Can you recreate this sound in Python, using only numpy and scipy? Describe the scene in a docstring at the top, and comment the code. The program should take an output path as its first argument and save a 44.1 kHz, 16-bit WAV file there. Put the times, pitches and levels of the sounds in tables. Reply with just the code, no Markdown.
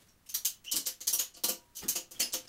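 """Ratchet strap on a stand

A steel ratchet buckle is cranked by hand to tighten a strap on a tubular stand, in a small panelled room.
The pawls snap over the teeth, a few clicks to each swing; the harder ones knock through into the stand.
The pivot squeaks now and then, the strap creaks under load, and the room answers over a quiet floor."""
import sys
import numpy as np
from scipy import signal
from scipy.fft import rfft, irfft, next_fast_len
from scipy.io import wavfile
from scipy.ndimage import uniform_filter1d

SR = 44100
rng = np.random.default_rng(int(sys.argv[2]) if len(sys.argv) > 2 else 0)


def to_wav(sig):
    """Store sig (one row per channel, or 1-D mono) as 16-bit WAV at the path in sys.argv[1].

    Samples outside -1..1 are clipped; the rate is SR.
    """
    pcm = np.clip(np.atleast_2d(sig), -1, 1) * 32767
    pcm = np.round(pcm).astype(np.int16)
    wavfile.write(sys.argv[1], SR, pcm.T)  # frames by channels


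N = 109368


def pawl(gain_db=-3, buckle_db=-20.5, thud_db=-4.5, stand_db=-0.5, rebound_db=-9.5):
    """Each snap over a tooth cracks, rebounds once, rings the buckle and knocks the stand."""
    # Each row: start in seconds, steel level in dB, treble and clack in dB relative to the steel,
    # knock level in dB, ping pitch in Hz, ping in dB relative to the steel. The gains above trim these.
    clicks = [(.084, -65.5, -11, -9, -76, 5520, 0.5), (0.261, -61.5, -3, -4.5, -76, 5540, -4),
              (.290, -48, 0, -8, -76, 6260, -2.5), (.342, -32.5, 1, -14, -89, 5670, -3.5),
              (0.449, -29.5, 0, -10, -75, 6230, -4), (.643, -53.5, -4.5, -3, -69.5, 6180, -18),
              (.715, -30, -5, -12.5, -57.5, 6580, -11), (0.759, -30, -2, -13.5, -59, 6020, -16),
              (.865, -34, 0.5, -11, -52.5, 7190, -5), (1.006, -44, -4.5, -11, -61.5, 6520, -4.5),
              (1.071, -27.5, -3.5, -18, -57.5, 6600, -5), (1.1289, -31, 3.5, -12.5, -49.5, 5760, 2),
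              (1.191, -35, 3.5, -5, -53.5, 6770, 4.5), (1.34, -52, -20, -10.5, -67.5, 6000, -19),
              (1.365, -54.5, -3, -4.5, -59, 4770, -4), (1.437, -30, 0, -8.5, -39.5, 4100, -8.5),
              (1.485, -32, 1, -8, -38.5, 5350, -34), (1.751, -50.5, -5, -13, -77, 5930, -16),
              (1.764, -44, -1, -12, -83, 5920, -2), (1.782, -45.5, -4.5, -8.5, -68.5, 5900, -19),
              (1.883, -31, 2, -12, -55.5, 6330, -8.5), (1.955, -36.5, -1, -4, -45, 6790, -3),
              (2.110, -48.5, -1.5, -11, -59, 6030, -21), (2.199, -28.5, -3.5, -7, -46, 4490, -3),
              (2.334, -32, -4, -9, -42, 4540, -6.5), (2.475, -53, -15, -2.5, -64, 5070, -4)]
    # The pawl slides off a tooth just before it seats. Each row: start in seconds, level in dB.
    slips = [(0.857, -36.5), (1.187, -31.5), (1.953, -37), (2.195, -35.5), (2.324, -37)]
    # Tone curves of a snap. Each row: frequency in Hz, relative level in dB.
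    steel_eq = [(1500, -33.5), (2400, -13.5), (3000, -10.5), (3700, -4.5), (4500, 0.5), (6300, 4),
                (7600, 0), (9000, -4.5), (12000, -32.5)]  # bright core
    treble_eq = [(5000, -50.5), (7500, -12.5), (9000, -2), (11000, 5), (13000, 6), (15000, 4),
                 (16000, -13.5)]  # top-end sizzle
    clack_eq = [(400, -32), (900, -13), (1400, -4.5), (2300, 4.5), (3000, 13.5), (3700, -15), (6000, -35.5)]  # hard midrange
    thud_eq = [(80, -26.5), (200, 3.5), (330, 4.5), (550, -3.5), (800, -5.5), (1150, -3.5), (1700, -18.5),
               (3000, -43.5)]  # low body of the knock
    # Ringing modes. Each row: frequency in Hz, relative level in dB, 60 dB decay time in seconds.
    buckle_modes = [(2955, -13, 0.034), (4400, 4, 0.09), (4470, -15, .12), (5230, -15, 0.16),
                    (5805, -26, 0.062), (6000, -5, .1), (6770, -7, 0.045), (6700, 1, 0.14),
                    (7480, -5, 0.24), (12200, -24, 0.066), (14600, -11, 0.055)]
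    stand_modes = [(251, -8, 0.12), (341.2, 1, .28), (515.4, 3.5, 0.22), (698, -1.5, 0.26),
                   (942, -3.5, 0.13), (1163, -4.5, 0.15), (1426, -9, 0.18)]
    crack_t60, ping_t60, thud_t60, rebound_s = .0022, .016, .041, .008  # seconds
    out = np.zeros(N)
    for start, db, treble_db, clack_db, knock_db, ping_hz, ping_db in clicks:
        path, crack = room(), burst(crack_t60)
        add(crack, rebound_s * (.5 + rng.random()), amp(rebound_db) * burst(crack_t60))
        layers = [(0, colour(crack, steel_eq)),
                  (treble_db, colour(crack, treble_eq)),
                  (clack_db, colour(crack, clack_eq)),
                  (buckle_db, ring(buckle_modes)),
                  (ping_db, ring([(ping_hz, 0, ping_t60)]))]
        steel = sum(amp(layer_db) * heard(layer, path) for layer_db, layer in layers)
        thud = amp(thud_db) * heard(colour(burst(thud_t60), thud_eq), path)
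        stand = amp(stand_db) * heard(ring(stand_modes), burst(thud_t60))
        add(out, start, amp(db) * steel + amp(knock_db) * (thud + stand))
    for start, db in slips:
        tick = colour(burst(crack_t60), steel_eq)
        add(out, start, amp(db) * heard(tick, room()))
    return amp(gain_db) * out


def burst(t60):
    """A contact lasting t60 seconds that excites all frequencies about evenly."""
    t = clock()
    spectrum = rfft(rng.standard_normal(len(t)) * amp(-60 * t / t60))
    return irfft(spectrum / (np.abs(spectrum) + 1e-9), len(t)) * (t < t60)


def ring(modes, scatter_db=2):
    """Struck modes die away, balanced a little differently at each blow."""
    t = clock()
    out = np.zeros(len(t))
    for hz, db, t60 in modes:
        decay = amp(db + scatter_db * rng.normal() - 60 * t / t60)
        out += decay * np.sin(2 * np.pi * hz * t) * rng.choice([-1, 1])
    return out


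def tube():
    """The hardest knock leaves one lightly damped tube of the stand singing."""
    # Each row: start in seconds, pitch in Hz, level in dB, 60 dB decay time in seconds.
    tones = [(1.486, 959, -58, 0.9)]
    out, t = np.zeros(N), clock()
    for start, hz, db, t60 in tones:
        add(out, start, amp(db - 60 * t / t60) * np.sin(2 * np.pi * hz * t))
    return out


def pivot(waver_depth=.042):
    """Dry steel rubs on steel: short, unsteady squeaks that glide a little."""
    # Each row: start and length in seconds, first and last pitch in Hz, level in dB,
    # octave overtone in dB relative to the fundamental.
    squeaks = [(0.653, 0.0524, 2710, 3174, -41.5, -8.5), (.715, 0.03, 3038, 2900, -43.5, -11),
               (2.154, 0.0072, 3260, 3160, -57, -15), (2.203, 0.012, 2790, 2890, -44, -22),
               (2.21, .026, 5005, 5290, -35, -4.5)]
    out, t = np.zeros(N), clock()
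    for start, length, from_hz, to_hz, db, octave_db in squeaks:
        progress = np.clip(t / length, 0, 1)
        glide_hz = from_hz + (to_hz - from_hz) * progress
        waver = 1 + waver_depth * wander(len(t), smooth_samples=60)
        phase = 2 * np.pi * np.cumsum(glide_hz * waver) / SR
        tone = np.sin(np.pi * progress) * (np.sin(phase) + amp(octave_db) * np.sin(2 * phase))
        add(out, start, amp(db) * heard(tone, room()))
    return out


def strap(jerks_per_s=500):
    """Webbing slips on the spool in a quick run of tiny jerks."""
    # Each row: start and length in seconds, body level in dB, rasp level in dB.
    creaks = [(0.733, 0.05, -45.5, -55), (1.817, 0.018, -43, -48), (2.199, 0.029, -49.5, -68)]
    # The creak's dull body and gritty rasp. Each row: frequency in Hz, relative level in dB.
    body_eq = [(40, -48.5), (110, -24.5), (150, -12), (190, -5), (270, 0), (400, -9), (800, -14.5),
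               (1500, -17), (3000, -23.5)]
    rasp_eq = [(300, 15), (800, -8.5), (2500, 1.5), (6000, 0.5), (10000, -12), (16000, -10)]
    out, t = np.zeros(N), clock()
    for start, length, body_db, rasp_db in creaks:
        slipping = (rng.random(len(t)) < jerks_per_s / SR) * (t < length)
        jerks = slipping * rng.standard_normal(len(t))
        jerks[0] = 1  # every creak opens with a jerk
        body = amp(body_db) * heard(colour(jerks, body_eq), room())
        rasp = amp(rasp_db) * heard(colour(jerks, rasp_eq), room())
        add(out, start, body + rasp)
    return out


def handling(flutter_db=2.5):
    """Hands and strap rustle faintly, with a fluttering level."""
    # The rustle's fader moves. Each row: time in seconds, level in dB.
    fader = [(0, -61.5), (.05, -64.5), (.13, -80), (.18, -93), (1.66, -73.5), (2.1, -97), (2.15, -56),
             (2.19, -58), (2.3, -64), (2.48, -63.5)]
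    # Each row: frequency in Hz, relative level in dB.
    rustle_eq = [(200, 1.5), (1000, -6), (2500, -6), (6000, -7.5), (12000, -11.5), (16000, -18.5)]
    level_db = np.interp(np.arange(N) / SR, *np.transpose(fader))
    level_db += flutter_db * wander(N, smooth_samples=500)
    return amp(level_db) * unit(colour(rng.standard_normal(N), rustle_eq))


def room(echoes=6, direct_db=-14, walls_db=-5.5, build_s=.004):
    """One path through the room: direct sound, near walls, and a tail that dies sooner in the treble."""
    # Reverb time. Each row: frequency in Hz, 60 dB decay time in seconds.
    reverb_t60 = [(200, 0.24), (530, 0.31), (1400, 0.25), (3700, 0.22), (9700, 0.17), (15000, 0.16)]
    t = clock()
    hz, frame_s, spectra = signal.stft(rng.standard_normal(len(t)), SR, nperseg=256)
    decay = amp(-60 * frame_s / along(reverb_t60, hz)[:, None])
    tail = signal.istft(spectra * decay, SR, nperseg=256)[1][:len(t)]
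    path = norm(tail * (1 - np.exp(-t / build_s)))
    path[0] += amp(direct_db)
    echo_s = rng.uniform(.004, .013, echoes)
    path[(echo_s * SR).astype(int)] += amp(walls_db) * rng.choice([-1, 1], echoes) / np.sqrt(echoes)
    return norm(path)


def room_tone(level_db=-67):
    """A steady, quiet bed of low rumble and thin hiss."""
    # Each row: frequency in Hz, relative level in dB.
    floor_eq = [(20, 1.5), (40, -5), (68, -2.5), (120, -6.5), (200, -7), (400, -14.5), (760, -19.5),
                (1300, -17), (3000, -23.5), (11000, -26), (16000, -25)]
    return amp(level_db) * unit(colour(rng.standard_normal(N), floor_eq))


def heard(x, path, span_s=.038):
    """x convolved with a path, scaled to the energy of span_s seconds at rms 1."""
    return norm(signal.fftconvolve(x, path)[:len(x)]) * np.sqrt(span_s * SR)


def colour(x, eq):
    """Minimum-phase EQ through (Hz, dB) points, so nothing rings ahead of an attack."""
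    size = 2 * next_fast_len(len(x))
    gain = amp(along(eq, np.fft.rfftfreq(size, 1 / SR)))
    cepstrum = irfft(np.log(gain), size)
    cepstrum[1:size // 2] *= 2
    cepstrum[size // 2 + 1:] = 0
    return irfft(rfft(x, size) * np.exp(rfft(cepstrum)), size)[:len(x)]


def along(points, hz):
    """Interpolate (Hz, value) points on a log frequency axis."""
    point_hz, values = np.transpose(points)
    return np.interp(np.log(hz + 1), np.log(point_hz + 1), values)


def wander(samples, smooth_samples):
    """Smoothed random motion at rms 1."""
    return unit(uniform_filter1d(rng.standard_normal(samples), smooth_samples))


def amp(db):
    """Decibels to gain."""
    return 10 ** (np.asarray(db) / 20)


def unit(x):
    """Scaled to rms 1."""
    return x / np.sqrt(np.mean(x ** 2) + 1e-20)


def norm(x):
    """Scaled to energy 1."""
    return x / np.sqrt(np.sum(x ** 2) + 1e-20)


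def clock():
    """Half a second of time for one event."""
    return np.arange(SR // 2) / SR


def add(out, start_s, x):
    """Mix x into out at start_s."""
    part = out[max(round(start_s * SR), 0):][:len(x)]
    part += x[:len(part)]


def scene():
    """The ratchet, stand and strap over the room tone, in mono."""
    return (pawl() + tube() + strap() + pivot() + handling() + room_tone())[None]


def record(dry, top_hz=15750):
    """A brick-wall low-pass takes off the very top."""
    size = next_fast_len(N + SR // 2)
    passband = np.fft.rfftfreq(size, 1 / SR) < top_hz
    return irfft(rfft(dry, size) * passband, size)[..., :N]


dry = scene()
out = record(dry)
to_wav(out)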